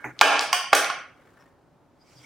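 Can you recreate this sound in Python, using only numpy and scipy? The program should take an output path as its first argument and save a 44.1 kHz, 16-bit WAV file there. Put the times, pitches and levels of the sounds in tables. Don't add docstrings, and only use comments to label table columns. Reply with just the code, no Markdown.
import sys
import numpy as np
from scipy import signal
from scipy.fft import rfft, irfft, next_fast_len
from scipy.io import wavfile
from scipy.ndimage import uniform_filter1d

SR = 44100
rng = np.random.default_rng(int(sys.argv[2]) if len(sys.argv) > 2 else 0)


def master(y):
    cut = np.clip(np.atleast_2d(y).T, -1, 1)
    pcm = np.round(cut * 32767)
    wavfile.write(sys.argv[1], SR, pcm.astype(np.int16))


N = 99225

# start in seconds, level before EQ in dB, four EQ gains in dB (bass,
# upper mid, treble, top), then board ring, rail ring, room send and left over right, all in dB.
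BLOWS = [(-.07, -21, -17.5, 9, -8.5, -6, -11.5, -31.5, 0.5, -8),
         (.0422, -30, -8, 2.5, -25, -5, -13, -28.5, -9, -2.5),
         (.2120, 3, -2, -4, 1, -2, -7.5, -30.5, -4, -2),
         (.2178, -5, -7, -8.5, -2.5, -5.5, -13, -27, -17, -7),
         (0.4079, -37.5, -2.5, 0.5, 21, 15, -27, -31.5, 2.5, 2),
         (.5280, -19.5, -13, -8.5, 8, 10, -19.5, -6.5, 2, -1),
         (0.5292, -13, -16.5, 1, 4.5, 5, -18, 5, 0, -4),
         (.7287, -6.5, -1.5, -7, -6, -13.5, -8, -17, -3.5, -3),
         (.7312, -16, -4, 0, 6, 3, -21, -24, -1.5, 2.5),
         (.7495, -27, -9, -0.5, 14, 20, -18, -19.5, 3, -1.5),
         (0.7856, -29.5, -17, -7.5, 3, 0, -13, -27.5, -9, 9),
         (0.827, -31.5, 2, 12, -25, -4, -11, 2.5, 9, 2), (.8995, -19.5, -14, -8.5, 2, -18, -15, -2, -2, -2)]
BLOW_EQ_HZ = [350, 2300, 4200, 10000]
# pitch in Hz, relative level in dB, seconds to fall 60 dB.
KNOCK_MODES = [(556, -7, 0.036), (652, -3.5, 0.021), (801.3, 0, 0.067), (1179, -5.5, 0.089),
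               (1416.7, -3.5, 0.11), (1491, -4.5, 0.051), (2230, 6.5, 0.017), (2900, -25.5, 0.04)]
RING_MODES = [(285, -5, .7), (404, -3, .5), (457, -0.5, 0.56), (653, -4, 0.93), (835, 4, 0.56),
              (1144, -9.5, 1), (1397, -1.5, 0.55), (1445, 5, 0.36), (1605, 6.5, 0.53), (1767, -6.5, 0.43),
              (2200, -9.5, 1), (2730, -14.5, 0.2), (2951, -3.5, 0.34), (3109, -4, 0.29)]
RAIL_MODES = [(724, -12, 0.25), (1092, 0, 0.037), (2190, -22, .04), (4888, -9, .012), (6060, -7.5, .012)]
STRIKER_MODES = [(1080, 0, 0.28), (1820, -8.5, 0.66), (1840, -10, 0.56), (2580, -6, 0.22),
                 (5250, -3.5, 0.15), (5620, -9, 0.194), (5760, -11, 0.14)]
# frequency in Hz, relative level in dB.
CLATTER_COLOUR = [(100, -28.5), (250, -17.5), (480, -1), (900, 2.5), (1500, 5), (2800, -2), (4000, -11),
                  (6000, -10.5), (10000, -20), (13000, -26.5), (15500, -25)]
ROOM_COLOUR = [(300, 2), (450, 2), (800, 0), (1050, -2), (1480, 1), (1950, 1.5), (2400, 0), (3000, 3),
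               (3900, -2), (6000, 0.5), (7500, -5.5), (9000, 3), (11000, -0.5)]
AIR_COLOUR = [(15, -52), (25, -20), (64, -9), (176, -4), (207, -15.5), (257, -4.5), (501, -12.5),
              (573, -5.5), (621, -12), (903, -11), (2370, -29), (15000, -47.5)]
# frequency in Hz, seconds to fall 60 dB.
ROOM_DECAY = [(200, 1), (800, 0.68), (2500, 0.66), (6000, 0.54), (14000, 0.33)]
# frequency in Hz, side over mid in dB.
STEREO_WIDTH = [(200, -8), (1000, -10.5), (2500, -9.5), (5000, -5.5), (10000, 0.5)]
# time in seconds, level in dB.
GLIDE_FADER = [(0, -45), (1.0, -64.5), (1.25, -49), (1.43, -48), (1.6, -62.5), (1.9, -75.5)]
LAUNCH_FADER = [(.04, -70), (.048, -31.5), (.08, -36.5), (.105, -39.5), (.15, -60), (.19, -79)]
DRAG_FADER = [(1.9, -75), (2.03, -58.5), (2.12, -49.5), (2.2, -49), (2.25, -47)]
# frequency in Hz, relative level in dB.
GLIDE_COLOUR = [(100, -21.5), (280, 3), (700, -1), (1500, 0.5), (2500, -12.5), (5000, -19), (9000, -22.5),
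                (12000, -27), (15000, -26)]
LAUNCH_COLOUR = [(100, -21), (300, 7), (550, -5), (850, 5.5), (1200, -4.5), (1700, 0), (2350, -5),
                 (3300, -36.5), (5200, -39), (6200, -17.5), (8000, -30.5), (14000, -30)]
DRAG_COLOUR = [(100, -9.5), (500, 4.5), (1500, 2.5), (2250, -6), (3300, -7), (5500, -6.5), (8300, -9),
               (10000, -15.5), (15200, -18.5)]
# start in seconds, gain in dB, rise in seconds.
HAND_THUMPS = [(.043, -33.5, 0.023), (2.141, -37.5, 0.032)]
# start in seconds, peak before panning in dB, pitch in Hz, left over right in dB.
EDGE_TICKS = [(.1903, -31, 4260, 2.5), (.1923, -14.5, 3900, 6.5), (.2113, -20.5, 5004, 0),
              (.2120, 10.5, 3700, 6), (.2812, -16, 5407, 0), (.3938, -3, 4570, 1), (.8453, -12.5, 3740, 0)]
# centre in Hz, width in Hz, dB relative to the drag fader.
SQUEAK_BANDS = [(2220, 220, -6), (3150, 250, -14), (4900, 400, -10.5), (5600, 400, -14)]
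# frequency in Hz, level in dB per bin.
GATE_THRESHOLD = [(150, -50.5), (1000, -50), (2500, -66), (5500, -70.5), (11000, -74.5)]


def undb(db):
    return 10 ** (np.asarray(db) / 20)


def curve_at(freqs, points):
    hz, values = np.array(points, float).T
    return np.interp(np.log(np.maximum(freqs, 1)), np.log(hz), values)


def unit_energy(x):
    return x / np.sqrt(np.mean(np.sum(x ** 2, axis=-1)))


def equalise(x, points):
    n = 2 * next_fast_len(x.shape[-1])
    freqs = np.arange(n // 2 + 1) * SR / n
    cepstrum = irfft(curve_at(freqs, points) * np.log(10) / 20)
    cepstrum[1:n // 2] *= 2
    cepstrum[n // 2 + 1:] = 0
    return irfft(rfft(x, n) * np.exp(rfft(cepstrum)))[..., :x.shape[-1]]


def wide_noise():
    mid, side = rng.standard_normal((2, N))
    side = equalise(side, STEREO_WIDTH)
    return np.array([mid + side, mid - side])


def attack(t, rise_s):
    return 1 - np.exp(-t / rise_s)


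def decay(t, t60_s):
    return np.exp(-np.log(1000) * t / t60_s)


def fader(points):
    times, levels_db = np.array(points).T
    return np.sqrt(N) * undb(np.interp(np.arange(N) / SR, times, levels_db))


def pan(db):
    return undb(np.array([[db], [-db]]) / 2)


def add(out, x, start_s):
    start = int(round(start_s * SR))
    first, last = max(start, 0), min(start + x.shape[-1], N)
    out[..., first:last] += x[..., first - start:last - start]


def struck_modes(table, t, rise_s):
    partials = sum((-1) ** k * undb(db) * np.sin(2 * np.pi * hz * t) * decay(t, t60)
                   for k, (hz, db, t60) in enumerate(table))
    return unit_energy(partials * attack(t, rise_s))


def board_blows():
    contact_s, clatter_db = 0.00049, 0.5
    knock_send_db, rail_send_db = -5, -2
    t = np.arange(int(0.75 * SR)) / SR
    knock = struck_modes(KNOCK_MODES, t, contact_s)
    ring = struck_modes(RING_MODES, t, contact_s)
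    rail = struck_modes(RAIL_MODES, t, rise_s=0.0015)
    burst = attack(t, rise_s=0.0011) * decay(t, t60_s=0.027)
    bass_cut = signal.butter(2, 240, "high", fs=SR)
    direct, send = np.zeros((2, N)), np.zeros(N)
    for start, db, *eq_db, ring_db, rail_db, send_db, pan_db in BLOWS:
        noise = rng.standard_normal(len(t)) * burst
        clatter = unit_energy(equalise(noise, CLATTER_COLOUR)) * undb(clatter_db)
        board = unit_energy(signal.lfilter(*bass_cut, knock + clatter))
        board_send = unit_energy(signal.lfilter(*bass_cut, undb(knock_send_db) * knock + clatter))
        layers = np.array([board, board_send, undb(rail_db) * rail, undb(ring_db) * ring])
        eq = sorted([(1200, 0), *zip(BLOW_EQ_HZ, eq_db)])
        gain = undb(db) * np.sqrt(0.01 * SR) / np.hypot(1, undb(rail_db))
        board, board_send, rail_tock, board_ring = equalise(layers, eq) * gain
        add(direct, (board + rail_tock + board_ring) * pan(pan_db), start)
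        add(send, (board_send + undb(rail_send_db) * rail_tock) * undb(send_db), start)
    return direct, send


def room_reverb(send):
    predelay_s = 0.0038
    t, freqs = np.arange(N) / SR, np.arange(N // 2 + 1) * SR / N
    spectrum = rfft(equalise(wide_noise(), ROOM_COLOUR))
    tail = np.zeros((2, N))
    for hz, t60 in ROOM_DECAY:
        band = curve_at(freqs, [(centre, float(centre == hz)) for centre, _ in ROOM_DECAY])
        tail += irfft(spectrum * band, N) * decay(t, t60)
    build_up = attack(np.maximum(t - predelay_s, 0), rise_s=0.0039)
    response = unit_energy(tail * build_up)
    return signal.fftconvolve(send[None], response, axes=1)[:, :N] * pan(-1.2)


def still_air(level_db):
    return unit_energy(equalise(wide_noise(), AIR_COLOUR)) * np.sqrt(N) * undb(level_db)


def disc_slide(levels, colour, grain_db, pan_db):
    grain = uniform_filter1d(rng.standard_normal(N), size=200)
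    friction = wide_noise() * undb(grain_db * grain / grain.std())
    return unit_energy(equalise(friction, colour)) * fader(levels) * pan(pan_db)


def hand_thumps(pitch_hz):
    t, out = np.arange(N) / SR, np.zeros(N)
    note = np.sin(2 * np.pi * pitch_hz * t) * decay(t, t60_s=0.5)
    for start, db, rise_s in HAND_THUMPS:
        add(out, note * attack(t, rise_s) * undb(db), start)
    return out


def edge_ticks(send_db):
    t = np.arange(SR // 50) / SR
    envelope = attack(t, rise_s=0.00008) ** 2 * decay(t, t60_s=0.001)
    direct, send = np.zeros((2, N)), np.zeros(N)
    for start, peak_db, hz, pan_db in EDGE_TICKS:
        click = -np.sin(2 * np.pi * hz * t) * envelope
        click *= undb(peak_db) / np.abs(click).max()
        add(direct, click * pan(pan_db), start)
        add(send, click * undb(send_db), start)
    return direct, send


def striker_settle(start_s, energy_db):
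    t, out = np.arange(N) / SR, np.zeros(N)
    add(out, struck_modes(STRIKER_MODES, t, rise_s=0.022) * undb(energy_db), start_s)
    return out


def drag_squeaks(waver_db):
    out = np.zeros((2, N))
    for hz, width_hz, db in SQUEAK_BANDS:
        waver = uniform_filter1d(rng.standard_normal(N), size=1500)
        waver = uniform_filter1d(waver, size=1000)
        band = signal.lfilter(*signal.iirpeak(hz, hz / width_hz, SR), wide_noise())
        out += unit_energy(band) * undb(db + waver_db * waver / waver.std())
    return out * fader(DRAG_FADER)


def scene():
    knocks, knock_send = board_blows()
    air = still_air(level_db=-47.5)
    glide = disc_slide(GLIDE_FADER, GLIDE_COLOUR, grain_db=2.35, pan_db=2)
    launch = disc_slide(LAUNCH_FADER, LAUNCH_COLOUR, grain_db=-0.5, pan_db=-1)
    thumps = hand_thumps(pitch_hz=127)
    ticks, tick_send = edge_ticks(send_db=-7.5)
    settle = striker_settle(start_s=1.39, energy_db=-19.5)
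    drag = disc_slide(DRAG_FADER, DRAG_COLOUR, grain_db=-1.0, pan_db=-2.46)
    squeaks = drag_squeaks(waver_db=4)
    reverb = room_reverb(knock_send + tick_send)
    return knocks + reverb + air + glide + launch + thumps + ticks + settle + drag + squeaks


def limiter(x, threshold_db, release_db_per_s):
    power = uniform_filter1d(np.mean(x ** 2, axis=0), size=400)
    level_db = 10 * np.log10(np.maximum(power, 1e-12))
    excess_db = np.maximum(level_db - threshold_db, 0)
    release_ramp = release_db_per_s * np.arange(N) / SR
    duck_db = np.maximum.accumulate(excess_db + release_ramp) - release_ramp
    return x * undb(-duck_db)


def noise_suppressor(x, depth_db):
    freqs, _, spectra = signal.stft(x, SR, nperseg=512)
    power = np.mean(np.abs(spectra) ** 2, axis=0)
    power = uniform_filter1d(power, size=5, axis=0)
    power = uniform_filter1d(power, size=3, axis=1)
    threshold = undb(curve_at(freqs, GATE_THRESHOLD))[:, None] ** 2
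    closed = 1 / (1 + np.maximum(power, 0) / threshold)
    return signal.istft(spectra * undb(depth_db * closed), SR, nperseg=512)[1][:, :N]


def record(dry):
    ducked = limiter(dry, threshold_db=-7.5, release_db_per_s=69)
    gated = noise_suppressor(ducked, depth_db=-14)
    top_cut = signal.ellip(8, 0.2, 70, 16000, fs=SR, output="sos")
    return signal.sosfilt(top_cut, np.clip(gated, -1, 1))


dry = scene()
out = record(dry)
master(out)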